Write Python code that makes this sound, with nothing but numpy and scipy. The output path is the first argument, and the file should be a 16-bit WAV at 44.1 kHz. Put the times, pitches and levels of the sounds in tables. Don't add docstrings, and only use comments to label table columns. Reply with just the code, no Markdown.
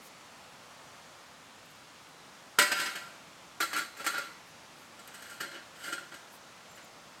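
import sys
import numpy as np
from scipy import signal
from scipy.fft import rfft, irfft
from scipy.io import wavfile
from scipy.ndimage import uniform_filter1d

SR = 44100
rng = np.random.default_rng(int(sys.argv[2]) if len(sys.argv) > 2 else 0)


def rack_gain(trim_db):
    fader = np.asarray(trim_db, float)
    return 10 ** (fader / 20)


def int16_out(signal):
    q = np.round(np.clip(np.atleast_2d(signal).T, -1, 1) * 32767)
    wavfile.write(sys.argv[1], SR, q.astype(np.int16))


N = 317520

# frequency in Hz, relative density in dB per Hz.
WOODS_SPECTRUM = [(15, -55), (25, -42), (47, -15.5), (92, -6.5), (170, -0.5), (206, -2), (242, -1),
                  (416, -6.5), (516, -1), (1100, -1.5), (1400, -1.5), (1520, -4), (6740, -12.5),
                  (11900, -23.5), (16000, -31.5)]
WOODS_DB = -53

# start in seconds, length in seconds, first pitch in Hz, last pitch in Hz,
# level in dB.
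BIRD_PEEPS = [(6.678, 0.068, 7440, 7250, -65), (6.74, .035, 7250, 7100, -62),
              (6.805, 0.064, 7230, 7050, -65), (6.85, .04, 6800, 6650, -68)]

# middle in seconds, level at the peak in dB, length in seconds, lowest frequency in Hz.
RUSTLE_PUFFS = [(.03, -63, 0.069, 9800), (0.065, -57, 0.081, 4000), (1.66, -68, .03, 11000),
                (1.71, -65, 0.038, 10000), (1.76, -70, .03, 12000), (2.09, -72, .02, 11000),
                (4.484, -68, .09, 9000), (4.812, -68, 0.18, 9900), (5.078, -51, 0.012, 10000),
                (6.05, -73, .03, 10000), (6.345, -60, 0.11, 7950), (6.72, -66, 0.035, 9000),
                (6.766, -64, 0.043, 8000), (6.85, -63, .03, 8000)]

# start in seconds, peak level in dB, hardness in dB,
# main mode level in dB, time the contact takes to land in seconds.
STEEL_KNOCKS = [(2.5869, -4.5, -1.5, 4, .001), (2.614, -12.5, -2, 1, 0.0029), (2.7117, -14.5, -2, -8, .006),
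                (2.7945, -20.5, -1, 4, 0.0037), (2.8568, -22, -3.5, -2, 0.0034),
                (2.953, -25.5, -1.5, -8, 0.0025), (3.6028, -15, -2.5, 6.5, 0.0022),
                (3.6203, -22.5, 2.5, 2, 0.0053), (3.731, -21, -4, -10, 0.00079),
                (3.7584, -23.5, 1, 4, 0.0049), (3.7795, -21.5, -0.5, 0, 0.0024),
                (3.9684, -39, 3, -11, .003), (3.9972, -32.5, -18, -7, 0.0036),
                (4.0417, -25, 0, -10, 0.0036), (4.0641, -15, -0.5, -1.5, 0.0012),
                (4.139, -25, -10, 5, 0.0044), (4.1789, -22.5, -3.5, 7.5, 0.0013), (4.9902, -40, 1, 0, .002),
                (5.0744, -37.5, 1, 0, .001), (5.141, -37.5, 5, 2, 0.0024), (5.2203, -35.5, 2, -9, 0.0025),
                (5.2948, -42.5, 8.5, -8, 0.0033), (5.4012, -21.5, -1, 0, 0.0064),
                (5.4286, -31.5, -14, 3, .005), (5.5093, -38, -6, -8, .003), (5.54, -37, -6, -5, .004),
                (5.8353, -30, -3, -4, .006), (5.8758, -32, -13, -3, 0.0068), (5.9226, -22.5, -3, 3, 0.0045),
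                (5.98, -36.5, -6, 15.5, 0.0021), (6.116, -36.5, -9, -2, .003),
                (6.14, -34.5, -1, -4, 0.0018), (6.774, -39.5, -3, 5, 0.0018)]
CONTACT_S = 0.0091
CLEAN_BLOW_S = 0.00093
CHATTER_DB, CHATTER_FADE_DB_PER_S = -17.5, -140

# start in seconds, length in seconds, peak level in dB,
# hardness in dB, share of the length that swells.
STEEL_SCRAPES = [(2.70, 0.28, -30.5, -3.5, 0.36), (2.939, 0.29, -44.5, -5, .1),
                 (3.697, 0.17, -32.5, -4, 0.4), (3.944, 0.12, -41.5, -3, 0.52),
                 (4.099, 0.26, -39.5, -8, 0.25), (4.98, 0.5, -48.5, 1, 0.69),
                 (5.438, 0.22, -46.5, -12, 0.52), (5.741, 0.24, -41, 1.5, 0.59),
                 (5.973, 0.29, -55, -10, .2)]
SCRAPE_ENDS_DB = -18.5

KNOCK_BASS_DB, BASS_PER_HARDNESS, TREBLE_DB = 1.5, -0.64, 0
RUB_BASS_DB, RUB_MAIN_DB = -1.5, 2
GRIT_PER_S = 6000

# frequency in Hz, spread in Hz, relative energy of the whole ring in dB.
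BARE_MODES = [(361, 33, -17), (588, 32, -11.5), (779, 27, -17), (1010, 22, -13), (1384, 22, -2),
              (1549, 61, -1.5), (1940, 24, -6.5), (2190, 78, -6), (2474, 23, -16), (2690, 49, -13),
              (2900, 81, -10), (3194, 55, -12.5), (3690, 44, -24), (3830, 21, -12.5), (4100, 97, -14),
              (4450, 48, -8.5), (4677, 18, -15.5), (4950, 27, -7), (5600, 39, -20), (5780, 65, -26),
              (6160, 31, -20), (6330, 50, -17), (7280, 140, -17), (8300, 77, -17), (8260, 83, -16),
              (9170, 19, -34), (9400, 44, -24), (9660, 67, -31)]
RING_ON_MODES = [(339, 52, -23), (565.4, 73, -15), (1155, 29, -12), (1380, 50, 0), (1605, 33, -9),
                 (1954, 35, -7.5), (2125, 48, -10), (2716, 61, -16), (3007, 87, -6), (3320, 70, -8),
                 (3870, 32, -19.5), (4080, 116, -11), (4430, 71, -8), (4830, 230, -25), (5480, 59, -18),
                 (6400, 68, -13), (7300, 130, -14), (7640, 39, -18), (8040, 34, -24), (8380, 67, -17),
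                 (8950, 34, -22), (9800, 81, -24)]
GRIPPED_MODES = [(346, 39, -12), (564, 63, -11.5), (1395, 99, -2), (1590, 40, -1.5), (1970, 24, -9.5),
                 (2137, 70, -7.5), (2620, 35, -16), (2980, 130, -3.5), (3307, 29, -9.5), (3820, 38, -18),
                 (4160, 59, -8.5), (4390, 56, -14), (4770, 63, -23), (4870, 69, -19), (5700, 91, -17),
                 (6410, 45, -17), (6770, 71, -14), (7200, 80, -14), (8370, 66, -14), (9730, 65, -23)]
RING_ON_S, GRIPPED_S = 3.3, 4.6

# frequency in Hz, time to fall by 60 dB in seconds.
MODE_T60 = [(300, 0.15), (600, 0.24), (1000, 0.39), (1400, 0.11), (2000, 0.28), (3000, 0.052), (4100, 0.37),
            (5000, 0.13), (7000, 0.13), (10000, 0.31)]

# frequency in Hz, relative density in dB per Hz.
SHEET_SPECTRUM = [(100, -39), (250, -14.5), (450, -18.5), (750, -15), (1100, -24), (1500, -3),
                  (2300, -12.5), (3000, -11), (3600, -17), (4600, -14), (5800, -21), (8300, -13),
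                  (9300, -21), (10300, -27.5), (12500, -18.5), (16000, -36.5)]

# frequency in Hz, time to fall by 60 dB in seconds.
SHEET_T60 = [(150, 0.07), (500, 0.027), (1500, 0.043), (4000, 0.065), (8000, 0.053), (14000, 0.035)]
SHEET_DB = 2


def evened(x):
    return x / np.sqrt(np.mean(x ** 2) + 1e-20)


def read(points, hz):
    f, value = np.transpose(points)
    return np.interp(np.log(hz + 1), np.log(f + 1), value)


def add(mix, s, sound):
    part = mix[..., max(round(s * SR), 0):][..., :sound.shape[-1]]
    part += sound[..., :part.shape[-1]]


def noise(length, field_db, size):
    hz = np.fft.rfftfreq(size, 1 / SR)[:, None]
    t = np.arange(4 * length // size + 5) * size / 4 / SR
    real, imaginary = rng.standard_normal((len(t), len(hz), 2)).T
    spectra = (real + 1j * imaginary) * rack_gain(field_db(hz, t))
    sound = signal.istft(spectra, nperseg=size, noverlap=3 * size // 4)[1]
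    return evened(sound[:length])


def grit(length, spread_db=2.5):
    touch, size, sign = rng.random((length, 3)).T
    touches = touch < GRIT_PER_S / SR
    sizes = rack_gain(-spread_db * np.log(size + 1e-2))
    return evened(touches * sizes * np.sign(sign - .5))


def woods(patchy_db=.6, swell_db=.25):
    def field_db(hz, t):
        patches = rng.standard_normal((len(t), len(hz))).T
        patches = uniform_filter1d(patches, size=20, axis=0)
        patches = evened(uniform_filter1d(patches, size=30, axis=1))
        rates_hz = np.geomspace(.2, 3, 20)
        swell = evened(sum(np.sin(2 * np.pi * (f * t + rng.random())) / np.sqrt(f) for f in rates_hz))
        return read(WOODS_SPECTRUM, hz) + patchy_db * patches + swell_db * swell
    return rack_gain(WOODS_DB) * noise(N, field_db, size=2048)


def bird():
    out = np.zeros(N)
    for s, length, start_hz, end_hz, db in BIRD_PEEPS:
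        n = round(length * SR)
        turns = np.cumsum(np.linspace(start_hz, end_hz, n)) / SR
        whistle = np.sqrt(2) * np.sin(2 * np.pi * turns)
        flutter = 1 + 0.52 * np.sin(2 * np.pi * (55 * np.arange(n) / SR + rng.random()))
        add(out, s, rack_gain(db) * whistle * flutter * signal.windows.tukey(n, .5))
    return out


def rustles():
    out = np.zeros(N)
    for s, db, length, low_hz in RUSTLE_PUFFS:
        n = round(length * SR)
        rub = rng.standard_normal(SR // 3) + .5 * grit(SR // 3)
        band = signal.butter(2, [low_hz, 14500], "band", fs=SR, output="sos")
        high = evened(signal.sosfilt(band, rub))
        add(out, s - n / SR / 2, rack_gain(db) * high[:n] * np.hanning(n))
    return out


def colour(db, hardness_db, main_db, bass_db):
    bass = bass_db + BASS_PER_HARDNESS * hardness_db
    treble = TREBLE_DB + hardness_db
    return rack_gain(db + np.array([[bass], [main_db], [0], [treble]]))


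def knocks(force, click_peak):
    t = np.arange(SR // 4) / SR
    for s, db, hardness_db, main_db, landing in STEEL_KNOCKS:
        rise = np.minimum(t / landing, 1)
        burst = grit(len(t)) * rise * np.exp(-np.maximum(t - landing, 0) / CONTACT_S)
        burst /= np.linalg.norm(burst) + 1e-9
        burst[0] = CLEAN_BLOW_S / landing
        burst /= np.linalg.norm(burst) * click_peak
        add(force, s, colour(db, hardness_db, main_db, KNOCK_BASS_DB) * burst)
        chatter = grit(len(t)) * rack_gain(CHATTER_DB + CHATTER_FADE_DB_PER_S * t) * rise
        add(force, s, colour(db, hardness_db, RUB_MAIN_DB, RUB_BASS_DB) * chatter)


def scrapes(force):
    for s, length, db, hardness_db, swell in STEEL_SCRAPES:
        n = round(length * SR)
        pressure_db = np.interp(np.arange(n) / n, [0, swell, 1], [SCRAPE_ENDS_DB, 0, SCRAPE_ENDS_DB])
        rub = grit(SR * 3 // 5)[:n] * rack_gain(pressure_db) * signal.windows.tukey(n, .1)
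        add(force, s, colour(db, hardness_db, RUB_MAIN_DB, RUB_BASS_DB) * rub)


def steel(families):
    t = np.arange(SR * 3 // 4) / SR
    clear = np.zeros(len(t))
    for (hz, spread, db), phase in zip(families, rng.random(len(families))):
        t60 = read(MODE_T60, hz)
        turns = np.outer(t, hz + spread * np.array([0, -.35, .5])) + phase + [0, .25, .25]
        trio = np.sin(2 * np.pi * turns) @ [1, .5, .5]
        clear += rack_gain(db - 60 * t / t60) * trio / np.sqrt(t60)

    def fading_db(hz, t):
        return -60 * t / read(SHEET_T60, hz)

    thicket = rfft(noise(len(t), fading_db, size=256))
    thicket /= np.sqrt(uniform_filter1d(np.abs(thicket) ** 2, size=120))
    thicket *= rack_gain(read(SHEET_SPECTRUM, np.fft.rfftfreq(len(t), 1 / SR)))
    thicket = irfft(thicket, len(t))
    both = evened(clear) + rack_gain(SHEET_DB) * evened(thicket)
    both *= np.minimum(t / 0.00059, 1)
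    both *= np.clip(2 - 3 * t / t[-1], 0, 1)
    return both / np.linalg.norm(both)


def stove(thud_hz=110, bass_hz=900, main_hz=1410, main_width=90, treble_hz=6000):
    bodies = np.array([steel(BARE_MODES), steel(RING_ON_MODES), steel(GRIPPED_MODES)])
    rows = np.zeros((4, N))
    knocks(rows, click_peak=np.abs(bodies).max(1).mean())
    scrapes(rows)
    hz = np.fft.rfftfreq(N, 1 / SR) + 1
    bass = 1 / (1 + (hz / bass_hz) ** 6)
    treble = 1 / (1 + (treble_hz / hz) ** 6)
    main = 1 / (1 + ((hz - main_hz) / main_width) ** 4)
    thud_cut = 1 + (thud_hz / hz) ** 4
    bands = np.array([bass / thud_cut, main, 1 - bass - main - treble, treble])
    force = irfft((rfft(rows) * bands).sum(0), N)
    body_now = np.searchsorted([RING_ON_S, GRIPPED_S], np.arange(N) / SR)
    stage = body_now == np.arange(len(bodies))[:, None]
    return signal.fftconvolve(force * stage, bodies, axes=1).sum(0)[:N]


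def scene():
    return (stove() + rustles() + bird() + woods())[None]


def band_limit(x):
    return signal.sosfilt(signal.butter(12, 16480, fs=SR, output="sos"), x)


def record(dry):
    return band_limit(dry)


dry = scene()
out = record(dry)
int16_out(out)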